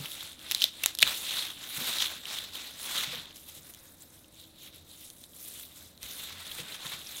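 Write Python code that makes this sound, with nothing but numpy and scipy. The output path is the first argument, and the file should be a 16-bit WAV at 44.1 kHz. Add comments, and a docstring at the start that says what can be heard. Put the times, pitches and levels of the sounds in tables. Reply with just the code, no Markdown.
"""A crisp stalk cracks fibre by fibre and snaps as radish greens are stripped by hand on a wooden board, close by.
Noise bursts excite short stalk resonances; clumped micro-clicks make the leaves that are dragged, pressed
on a pile and turned over before the bunch is laid in a wicker basket. Hands and stalks bump the board,
heard as decaying modes. Faint reflections, room air and the tones of an appliance fill a quiet kitchen."""
import sys
import numpy as np
from scipy import signal
from scipy.fft import rfft, irfft
from scipy.io import wavfile

SR = 44100
rng = np.random.default_rng(int(sys.argv[2]) if len(sys.argv) > 2 else 0)


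def pcm_store(signal):
    """Save signal as 16-bit PCM."""
    levels = np.round(np.clip(np.atleast_2d(signal), -1, 1) * 32767)
    wavfile.write(sys.argv[1], SR, levels.astype(np.int16).T)


N = 317517
TIME = np.arange(N) / SR


def amp(db):
    """Decibel law: level to amplitude gain."""
    return 10 ** (np.asarray(db) / 20)


def unit(x):
    """Normalization to an rms amplitude of 1."""
    return x / np.sqrt(np.mean(x ** 2) + 1e-20)


def read(points, hz):
    """Linear interpolation of a table on a logarithmic frequency axis."""
    table_hz, value = np.transpose(points)
    return np.interp(np.log(hz + 1), np.log(table_hz + 1), value)


def add(mix, s, sound):
    """Superposition: adds a sound to the mix from time s."""
    part = mix[max(round(s * SR), 0):][:len(sound)]
    part += sound[:len(part)]


def colour(x, points, size=4096):
    """Minimum-phase filtering: a spectrum is imposed causally, so clicks keep a sharp front."""
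    log_gain = np.log(amp(read(points, abs(np.fft.fftfreq(size, 1 / SR)))))
    taps = np.fft.ifft(np.exp(np.conj(signal.hilbert(log_gain)))).real
    return signal.oaconvolve(x, taps[:size // 2])[:len(x)]


def resonate(x, hz, width_hz):
    """Damped resonance: a pole pair whose radius sets the bandwidth."""
    radius = np.exp(-np.pi * width_hz / SR)
    poles = [1, -2 * radius * np.cos(2 * np.pi * hz / SR), radius * radius]
    return signal.lfilter([1, 0, -1], poles, x)


def wander(per_s):
    """Low-passed noise: a smooth random course of rms 1 that changes about per_s times a second."""
    spectrum = rfft(rng.standard_normal(N))
    rolloff = 1 + (np.fft.rfftfreq(N, 1 / SR) / per_s) ** 4
    return unit(irfft(spectrum / rolloff, N))


def grains(per_s, spread_db):
    """Shot noise: clicks at random times, random in sign, with levels exponentially spread in dB."""
    size = amp(spread_db * np.minimum(rng.exponential(1, N), 4.5))
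    sign = rng.choice([-1, 1], N)
    return unit(size * sign * (rng.random(N) < per_s / SR))


# Fibres of stalks and leaf ribs giving way; levels before the shared trims in snaps().
# Columns: start_s, ring_level_db, ring_hz, crack_level_db, length_s
FIBRE_SNAPS = [(.057, -34, 2900, -42, .003), (.2087, -39, 3470, -50, 0.004),
               (0.393, -50, 3300, -51, 0.00084), (.5125, -25.5, 3630, -24, 0.00092),
               (.5197, -28, 3220, -28, 0.0013), (0.548, -21.5, 4140, -25, 0.0011),
               (.6085, -33, 4060, -41, .0006), (.6197, -19.5, 3400, -30, 0.0012),
               (0.625, -26, 3620, -30, .0006), (0.641, -16, 3560, -23, 0.00077),
               (0.8357, -35, 3440, -27.5, 0.00073), (.8377, -26, 2750, -29, 0.001),
               (.84, -28, 3270, -32.5, 0.0012), (.8604, -25.5, 3840, -15.5, 0.00056),
               (.9507, -41, 3510, -33.5, 0.0013), (0.974, -48, 3400, -49, .0008),
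               (0.9877, -32, 3760, -27.5, 0.0016), (.9932, -30, 3140, -40, 0.0013),
               (1.004, -36, 3400, -36, 0.0018), (1.0129, -29, 3650, -33, 0.0025),
               (1.02, -28, 3870, -29, .0005), (1.0215, -26, 3750, -26, 0.0015),
               (1.027, -11.5, 3630, -18, 0.0025), (1.0303, -14, 2660, -29, 0.00098),
               (1.985, -29, 3370, -34, .0027), (2.003, -25, 3370, -39, .0036),
               (2.021, -24, 3340, -42, 0.0045), (2.255, -34.5, 3360, -50, .0007),
               (2.555, -37.5, 3050, -56, .0025), (3.308, -48, 2800, -60, 0.0019),
               (3.3594, -63, 3580, -44, 0.0059), (3.368, -58, 3820, -46, 0.0037),
               (3.738, -64, 3280, -47, .0017), (3.747, -64, 3240, -46, .0016),
               (4.244, -55.5, 3170, -64, 0.0034), (5.102, -54, 4260, -43, .0008),
               (5.239, -46, 3670, -51, 0.0026), (5.977, -52, 3900, -56, .0012),
               (6.0305, -50, 3740, -37, .0005), (6.6005, -36.5, 3380, -48, 0.0038),
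               (6.745, -39, 3270, -51, .0025), (6.866, -35, 3460, -43, 0.0027),
               (7.07, -41, 5400, -50.5, .003)]
# Relative spectrum of a bright crack, for snaps() and rib_ticks(). Columns: frequency_hz, density_db
CRACK_SPECTRUM = [(200, -30.5), (700, -9.5), (1500, -7), (3000, 2), (4800, 1.5), (6200, 5.5), (8000, 0),
                  (10000, 2.5), (13000, 2), (16000, -4)]


def snaps(crack_share=0.76, tear_share=0.95, ring_width_hz=950, ring_tear=0.23, ring_db=1.16, crack_db=0.9):
    """Impulsive fracture: a failing fibre bundle emits a bright crack and rings the juicy stalk briefly."""
    out, t = np.zeros(N), np.arange(1024) / SR
    span = np.sqrt(.003 * SR / len(t))  # refers the rms levels to 3 ms
    for s, body_db, hz, bright_db, length_s in FIBRE_SNAPS:
        fibres, splinters = rng.standard_normal((2, len(t)))
        release = (t == 0) + ring_tear * fibres * np.exp(-t / (tear_share * length_s))
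        ring = resonate(resonate(release, hz, ring_width_hz), hz, ring_width_hz)
        crack = colour(splinters * np.exp(-t / (crack_share * length_s)), CRACK_SPECTRUM)
        ring_part = amp(body_db + ring_db) * unit(ring)
        crack_part = amp(bright_db + crack_db) * unit(crack)
        add(out, s, span * (ring_part + crack_part))
    return out


# Relative spectrum of the deep crunch as a stalk breaks through. Columns: frequency_hz, density_db
BREAK_SPECTRUM = [(100, -35.5), (400, -36), (1000, -20.5), (1600, -5.5), (2100, 1), (2500, 3), (2900, -6.5),
                  (3400, -21), (5000, -31.5)]


def final_break(s=1.0272, db=-22, tear_share=.12, tear_s=0.0016):
    """Sudden release: the whole thickness of the stalk parts in one deep push with a splintering tail."""
    out, t = np.zeros(N), np.arange(512) / SR
    release = (t == 0) + tear_share * rng.standard_normal(len(t)) * np.exp(-t / tear_s)
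    add(out, s, amp(db) * unit(colour(release, BREAK_SPECTRUM)))
    return out


# Jolts of the stalk as a whole fibre bundle parts; levels before onset and decay.
# Columns: start_s, level_db
STALK_JOLTS = [(.642, -28.5), (.837, -34), (1.028, -22)]


def recoil(hz=638, t60_s=0.016):
    """Elastic recoil: the jolted stalk gives a dull knock, an exponentially damped sine."""
    out, t = np.zeros(N), np.arange(2048) / SR
    onset = 1 - np.exp(-2 * hz * t)
    knock = np.sin(2 * np.pi * hz * t) * amp(-60 * t / t60_s) * onset
    for s, db in STALK_JOLTS:
        add(out, s, amp(db) * knock)
    return out


def rib_ticks(crinkle_db, db=-60, follow=0.92, bright_db=-5, ring_hz=3400, ring_width_hz=1100, tear_s=0.0019):
    """Random microfracture: small ribs crack faintly and ring, with a level that follows the strokes."""
    decay = np.exp(-1 / (tear_s * SR))
    fibres = signal.lfilter([1], [1, -decay], abs(grains(per_s=22, spread_db=2.0)))
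    tear = fibres * rng.standard_normal(N)
    ring = resonate(resonate(tear, ring_hz, ring_width_hz), ring_hz, ring_width_hz)
    sound = unit(ring) + amp(bright_db) * unit(colour(tear, CRACK_SPECTRUM))
    return sound * amp(db + follow * (crinkle_db - crinkle_db.mean()))


# Strokes of the hands through the leaves; levels before the trims in rustle(), the last two relative to crinkling.
# Columns: peak_s, rise_s, fall_s, crinkle_level_db, rub_level_db, brush_level_db
HAND_STROKES = [(0.05, 0.25, 0.064, -44, -6.5, -3), (0.117, 0.026, 0.047, -45.5, -11, 1),
                (0.258, 0.25, 0.093, -44, -9.5, -7.0), (0.426, 0.038, 0.156, -51, -4.5, -2.5),
                (0.553, 0.081, 0.092, -37.5, -14.5, -7.5), (0.637, 0.039, 0.043, -32.5, -21, -12.5),
                (0.874, 0.12, 0.062, -41.5, -10.0, -7), (1.078, 0.051, 0.093, -31, -9.5, -8.5),
                (1.17, 0.088, 0.23, -50, -11.5, 8.5), (1.376, 0.16, 0.123, -32.5, -11.0, -9),
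                (1.647, 0.083, 0.046, -41.5, -12.5, -10.5), (1.774, 0.093, 0.169, -38.0, -8, -1.5),
                (1.861, 0.038, 0.16, -32.0, -9, -7), (2.041, 0.073, 0.044, -28.5, -13.5, -12),
                (2.148, 0.25, 0.049, -43, -5, -5.5), (2.33, 0.088, 0.15, -37.0, -9, -9.5),
                (2.554, 0.0307, 0.11, -40.0, -11.5, -9.5), (2.665, 0.104, 0.083, -45, -10.5, -5.5),
                (2.817, 0.048, 0.21, -44.5, -9, 0), (3.005, 0.137, 0.074, -30, -9.0, -10),
                (3.122, 0.04, 0.13, -39.5, -6.5, -10.5), (3.356, 0.011, 0.24, -56.0, -11, 2.5),
                (3.489, 0.015, 0.014, -50, -12.5, 2), (3.586, 0.12, 0.015, -54.0, -9.5, 3.5),
                (3.685, 0.1, 0.113, -60, -2.5, 7), (3.872, 0.16, 0.13, -62.5, -3.5, 5.5),
                (4.024, 0.045, 0.042, -61.0, -5.5, 8.5), (4.163, 0.095, 0.13, -64, -4, 6),
                (4.391, 0.077, 0.15, -57.5, -19, -0.5), (4.657, 0.08, 0.042, -48.5, -14, -4),
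                (4.745, 0.0445, 0.076, -52.5, -16, -6.5), (4.914, 0.069, 0.139, -57.5, -12, 0.5),
                (5.047, 0.083, 0.061, -53.5, -16, 4.5), (5.242, 0.18, 0.0303, -62.5, -13, 6.5),
                (5.483, 0.14, 0.0326, -55, -9, 9.5), (5.597, 0.159, 0.098, -50.5, -12.5, 3.5),
                (5.793, 0.083, 0.14, -54.5, -10, 2), (6.033, 0.022, 0.138, -47.5, -8, -1.5),
                (6.114, 0.05, 0.106, -46, -10, 1), (6.195, 0.0206, 0.1, -41.5, -12.5, -5.5),
                (6.323, 0.118, 0.054, -46.5, -6.5, -11.0), (6.429, 0.09, 0.039, -45, -8.5, -22),
                (6.605, 0.24, 0.027, -43, -5.5, -3), (6.751, 0.11, 0.016, -42.5, -5, -5.5),
                (6.89, 0.14, 0.063, -41.5, -8.5, -7.5), (6.925, 0.015, 0.12, -41, -5.5, -8),
                (7.178, 0.15, 0.08, -44, -9.5, -2.5)]


def effort(drop_db=10.1, curve=1.4):
    """Power summation: strokes swell, fade and overlap, giving courses of crinkle, rub and brush in dB.

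    drop_db is the level lost over one rise or fall time; curve sets how round the peak is.
    """
    t = TIME[::64]
    power = np.full((3, len(t)), 1e-10)
    for s, rise_s, fall_s, db, rub_db, brush_db in HAND_STROKES:
        away = abs(t - s) / np.where(t < s, rise_s, fall_s)
        peak_db = db + np.array([[0], [rub_db], [brush_db]])
        power += amp(peak_db - drop_db * away ** curve) ** 2
    return [np.interp(TIME, t, 10 * np.log10(p)) for p in power]


# Relative spectra of crinkling blades, leaf-on-leaf rubbing, light brushing and scraping leaf edges.
# Columns of each: frequency_hz, density_db
CRINKLE_SPECTRUM = [(1200, -36.5), (2000, -12.5), (2700, -9), (3200, -3.5), (3600, 1.5), (4050, -1),
                    (4600, -9), (5500, -12), (8000, -15.5), (16000, -64.5)]
RUB_SPECTRUM = [(200, -19.5), (500, -5), (900, -2), (1400, 1.5), (2100, 2), (2800, 0), (4000, -24),
                (8000, -40)]
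BRUSH_SPECTRUM = [(5000, -33.5), (7500, -5), (9500, 1), (12000, 1), (14000, 0), (16000, -4.5)]
SCRAPE_SPECTRUM = [(3000, -22), (4800, -1), (6200, -0.5), (7300, -1), (9000, -2.5), (16000, -20)]


def rustle(crinkle_db, rub_db, brush_db):
    """Stick-slip and buckling: clumps of micro-clicks in the leaves excite every register at once."""
    clumps = wander(per_s=48)
    buckles = grains(per_s=1100, spread_db=2.5)
    # a sticking leaf lets go at once, and the slip decays with a time constant of 3.3 ms
    slip_decay = np.exp(-1 / (0.0033 * SR))
    slips = unit(signal.lfilter([1], [1, -slip_decay], grains(per_s=130, spread_db=1.55) ** 2))

    def layer(points, slip_share, clump_db, own_db):
        """Friction noise: shared buckling clicks plus the fine grains of one register."""
        drive = 0.44 * buckles + grains(per_s=9000, spread_db=1.5)
        drive = drive * np.sqrt(1 + slip_share * slips)
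        level_db = clump_db * clumps + own_db * wander(per_s=150)
        return unit(colour(drive * amp(level_db), points))

    crinkle = amp(crinkle_db - 1.5) * layer(CRINKLE_SPECTRUM, slip_share=0.786, clump_db=0.5, own_db=0.1)
    rub = amp(rub_db + 0.37) * layer(RUB_SPECTRUM, slip_share=0.66, clump_db=1.0, own_db=1.5)
    brush = amp(brush_db) * layer(BRUSH_SPECTRUM, slip_share=0.62, clump_db=1.0, own_db=1.5)
    # leaf edges scrape with the brushing and, a little, with the bending
    scrape_db = brush_db + 0.13 * (crinkle_db - brush_db) - 4.5
    scrape = amp(scrape_db) * layer(SCRAPE_SPECTRUM, slip_share=0.43, clump_db=0.5, own_db=2.0)
    # folds in the blades pop over and leaves pat each other
    pops = amp(crinkle_db - 11.5) * pips(2670, 4250, per_s=140, length_s=0.00038, spread_db=0.5)
    pats = amp(rub_db - 13.5) * pips(814, 2380, per_s=110, length_s=0.0006, spread_db=-1.5)
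    return leaf_colours(crinkle + rub + brush + scrape) + pops + pats + bristles(brush_db)


def leaf_colours(x, patch_db=1.78, leaf_s=0.029, width_hz=1300):
    """Time-varying filtering: leaves in contact lend the rustle passing resonances, drawn as smooth random gains."""
    z = signal.stft(x, SR, nperseg=256, noverlap=192)[2]
    slow = np.fft.fftfreq(z.shape[1], 64 / SR)
    broad = np.fft.fftfreq(z.shape[0], SR / 256)
    smooth = np.exp(-(2 * slow * leaf_s) ** 2 - (2 * broad[:, None] * width_hz) ** 2)
    patches = unit(np.fft.ifft2(np.fft.fft2(rng.standard_normal(z.shape)) * smooth).real)
    return signal.istft(z * unit(amp(patch_db * patches)), SR, nperseg=256, noverlap=192)[1][:N]


def bristles(brush_db, db=-60, follow=0.68):
    """Impulse excitation: stiff stalk hairs flick past the fingers, with a level that follows the brushing."""
    flicks = pips(6360, 14950, per_s=120, length_s=0.00017, spread_db=3.5)
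    return flicks * amp(db + follow * (brush_db - brush_db.mean()))


def pips(lo_hz, hi_hz, per_s, length_s, spread_db, count=24):
    """Damped oscillation: sparse short rings over a bank of pitches, as of folds or hairs."""
    t, out = np.arange(512) / SR, np.zeros(N)
    for hz in np.geomspace(lo_hz, hi_hz, count):
        age = t / (length_s * rng.uniform(.5, 2.2))
        ring = age * np.exp(-age) * np.sin(2 * np.pi * hz * t)
        out += signal.oaconvolve(grains(per_s / count, spread_db), unit(ring))[:N]
    return unit(out)


# Hands and stalks bumping the board or basket; the blow favours modes near blow_hz: low if soft, high if hard.
# Columns: start_s, level_db, blow_hz
BLOWS = [(.001, -33, 133), (1.028, -39.5, 180), (1.05, -48, 56), (1.086, -54, 125), (1.778, -37, 139),
         (1.812, -34.5, 280), (1.889, -42, 246), (2.954, -42, 500), (3.075, -39.5, 165), (3.13, -39, 500),
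         (3.15, -42, 169), (3.565, -48.5, 150), (6.029, -50, 56), (6.587, -40, 427), (6.597, -38.5, 160),
         (6.854, -42, 156), (6.938, -45, 175)]
# Modes of the board, levels relative to the blow. Columns: mode_hz, level_db, t60_s
BOARD_MODES = [(57, 2, .22), (143.2, -2.5, .16), (168.5, -7, 0.2), (250, -1.5, .09), (343, -2, .055),
               (490, -3, 0.12)]
# Relative spectrum of the bunch scuffing over wood. Columns: frequency_hz, density_db
SCUFF_SPECTRUM = [(25, -5.5), (60, -12.5), (150, 0), (260, 2.5), (400, -2.5), (600, -2), (1200, -33),
                  (4000, -45.5)]


def board(rub_db, scuff_db=-64, follow=0.37, thud_noise=0.29, focus_db=22):
    """Modal superposition: blows ring modes near their pitch, focus_db less an octave away; the bunch scuffs."""
    scuff = unit(colour(grains(per_s=900, spread_db=2.5), SCUFF_SPECTRUM))
    out = amp(scuff_db + follow * (rub_db - rub_db.mean())) * scuff
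    t = np.arange(SR // 3) / SR
    for s, db, blow_hz in BLOWS:
        for hz, mode_db, t60_s in BOARD_MODES:
            flutter = unit(resonate(rng.standard_normal(len(t)), hz, hz))
            ring = np.sin(2 * np.pi * hz * t) + thud_noise * flutter
            level_db = db + mode_db - focus_db * np.log2(hz / blow_hz) ** 2
            onset = 1 - np.exp(-2 * hz * t)
            add(out, s, ring * amp(level_db - 60 * t / t60_s) * onset)
    return out


# Reverberation time of the kitchen. Columns: frequency_hz, t60_s
KITCHEN_DECAY = [(200, .3), (1000, 0.31), (4000, 0.34), (14000, 0.099)]


def kitchen(x):
    """Diffuse reverberation: dense reflections from table and walls decay, the high treble first."""
    t = TIME[:SR // 2]
    taps = rng.standard_normal(len(t)) * (rng.random(len(t)) < 4000 / SR) * (t > .003)
    hz, frame_s, z = signal.stft(taps, SR, nperseg=128)
    decay = amp(-60 * frame_s / read(KITCHEN_DECAY, hz)[:, None])
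    tail = signal.istft(z * decay, SR, nperseg=128)[1]
    return signal.fftconvolve(x, tail / np.linalg.norm(tail))[:N]


# Relative spectrum of the room air. Columns: frequency_hz, density_db
AIR_SPECTRUM = [(25, -9), (90, 0.5), (160, -3.5), (300, -3.5), (400, -12.5), (550, -8), (800, -14),
                (2300, -21.5), (3000, -27), (3750, -10.5), (5000, -26), (9000, -28), (16000, -30)]
# Course of the faint appliance drone, as rms level. Columns: time_s, level_db
DRONE_COURSE = [(0, -70), (1.4, -67), (1.7, -77), (3.7, -75.5), (4.45, -66), (5.0, -72.5), (5.6, -83.5),
                (7.2, -79)]


def background(air_db=-61, hum_db=-70.0, hum_hz=80.0, drone_hz=319, waver_db=3.5):
    """Stationary noise and modulated tones: room air, a low appliance hum and a drone that comes and goes."""
    air = amp(air_db) * unit(colour(rng.standard_normal(N), AIR_SPECTRUM))
    hum_gain = amp(hum_db + waver_db * wander(per_s=4.3))
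    hum = hum_gain * np.sin(2 * np.pi * hum_hz * TIME + 2.1 * wander(per_s=3.2))
    drone_gain = amp(np.interp(TIME, *np.transpose(DRONE_COURSE)))
    drone = drone_gain * np.sin(2 * np.pi * drone_hz * TIME + .5 * wander(per_s=4))
    return air + np.sqrt(2) * (hum + drone)  # root 2 turns rms levels into sine peaks


def scene():
    """Superposition: direct sounds, their reflections and the background add linearly."""
    crinkle_db, rub_db, brush_db = effort()
    cracks = snaps() + final_break() + rib_ticks(crinkle_db)
    leaves = rustle(crinkle_db, rub_db, brush_db)
    near = cracks + leaves + recoil() + board(rub_db)
    reflected = kitchen(amp(-19.0) * cracks + amp(-17.5) * leaves)
    return (near + reflected + background())[None]


def record(dry, edge_hz=15950):
    """Band limitation: peaks clip at full scale, then a linear-phase low-pass removes what lies above edge_hz."""
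    lowpass = signal.firwin(301, edge_hz, window=("kaiser", 8), fs=SR)
    return signal.oaconvolve(np.clip(dry, -1, 1), lowpass[None], "same")


dry = scene()
out = record(dry)
pcm_store(out)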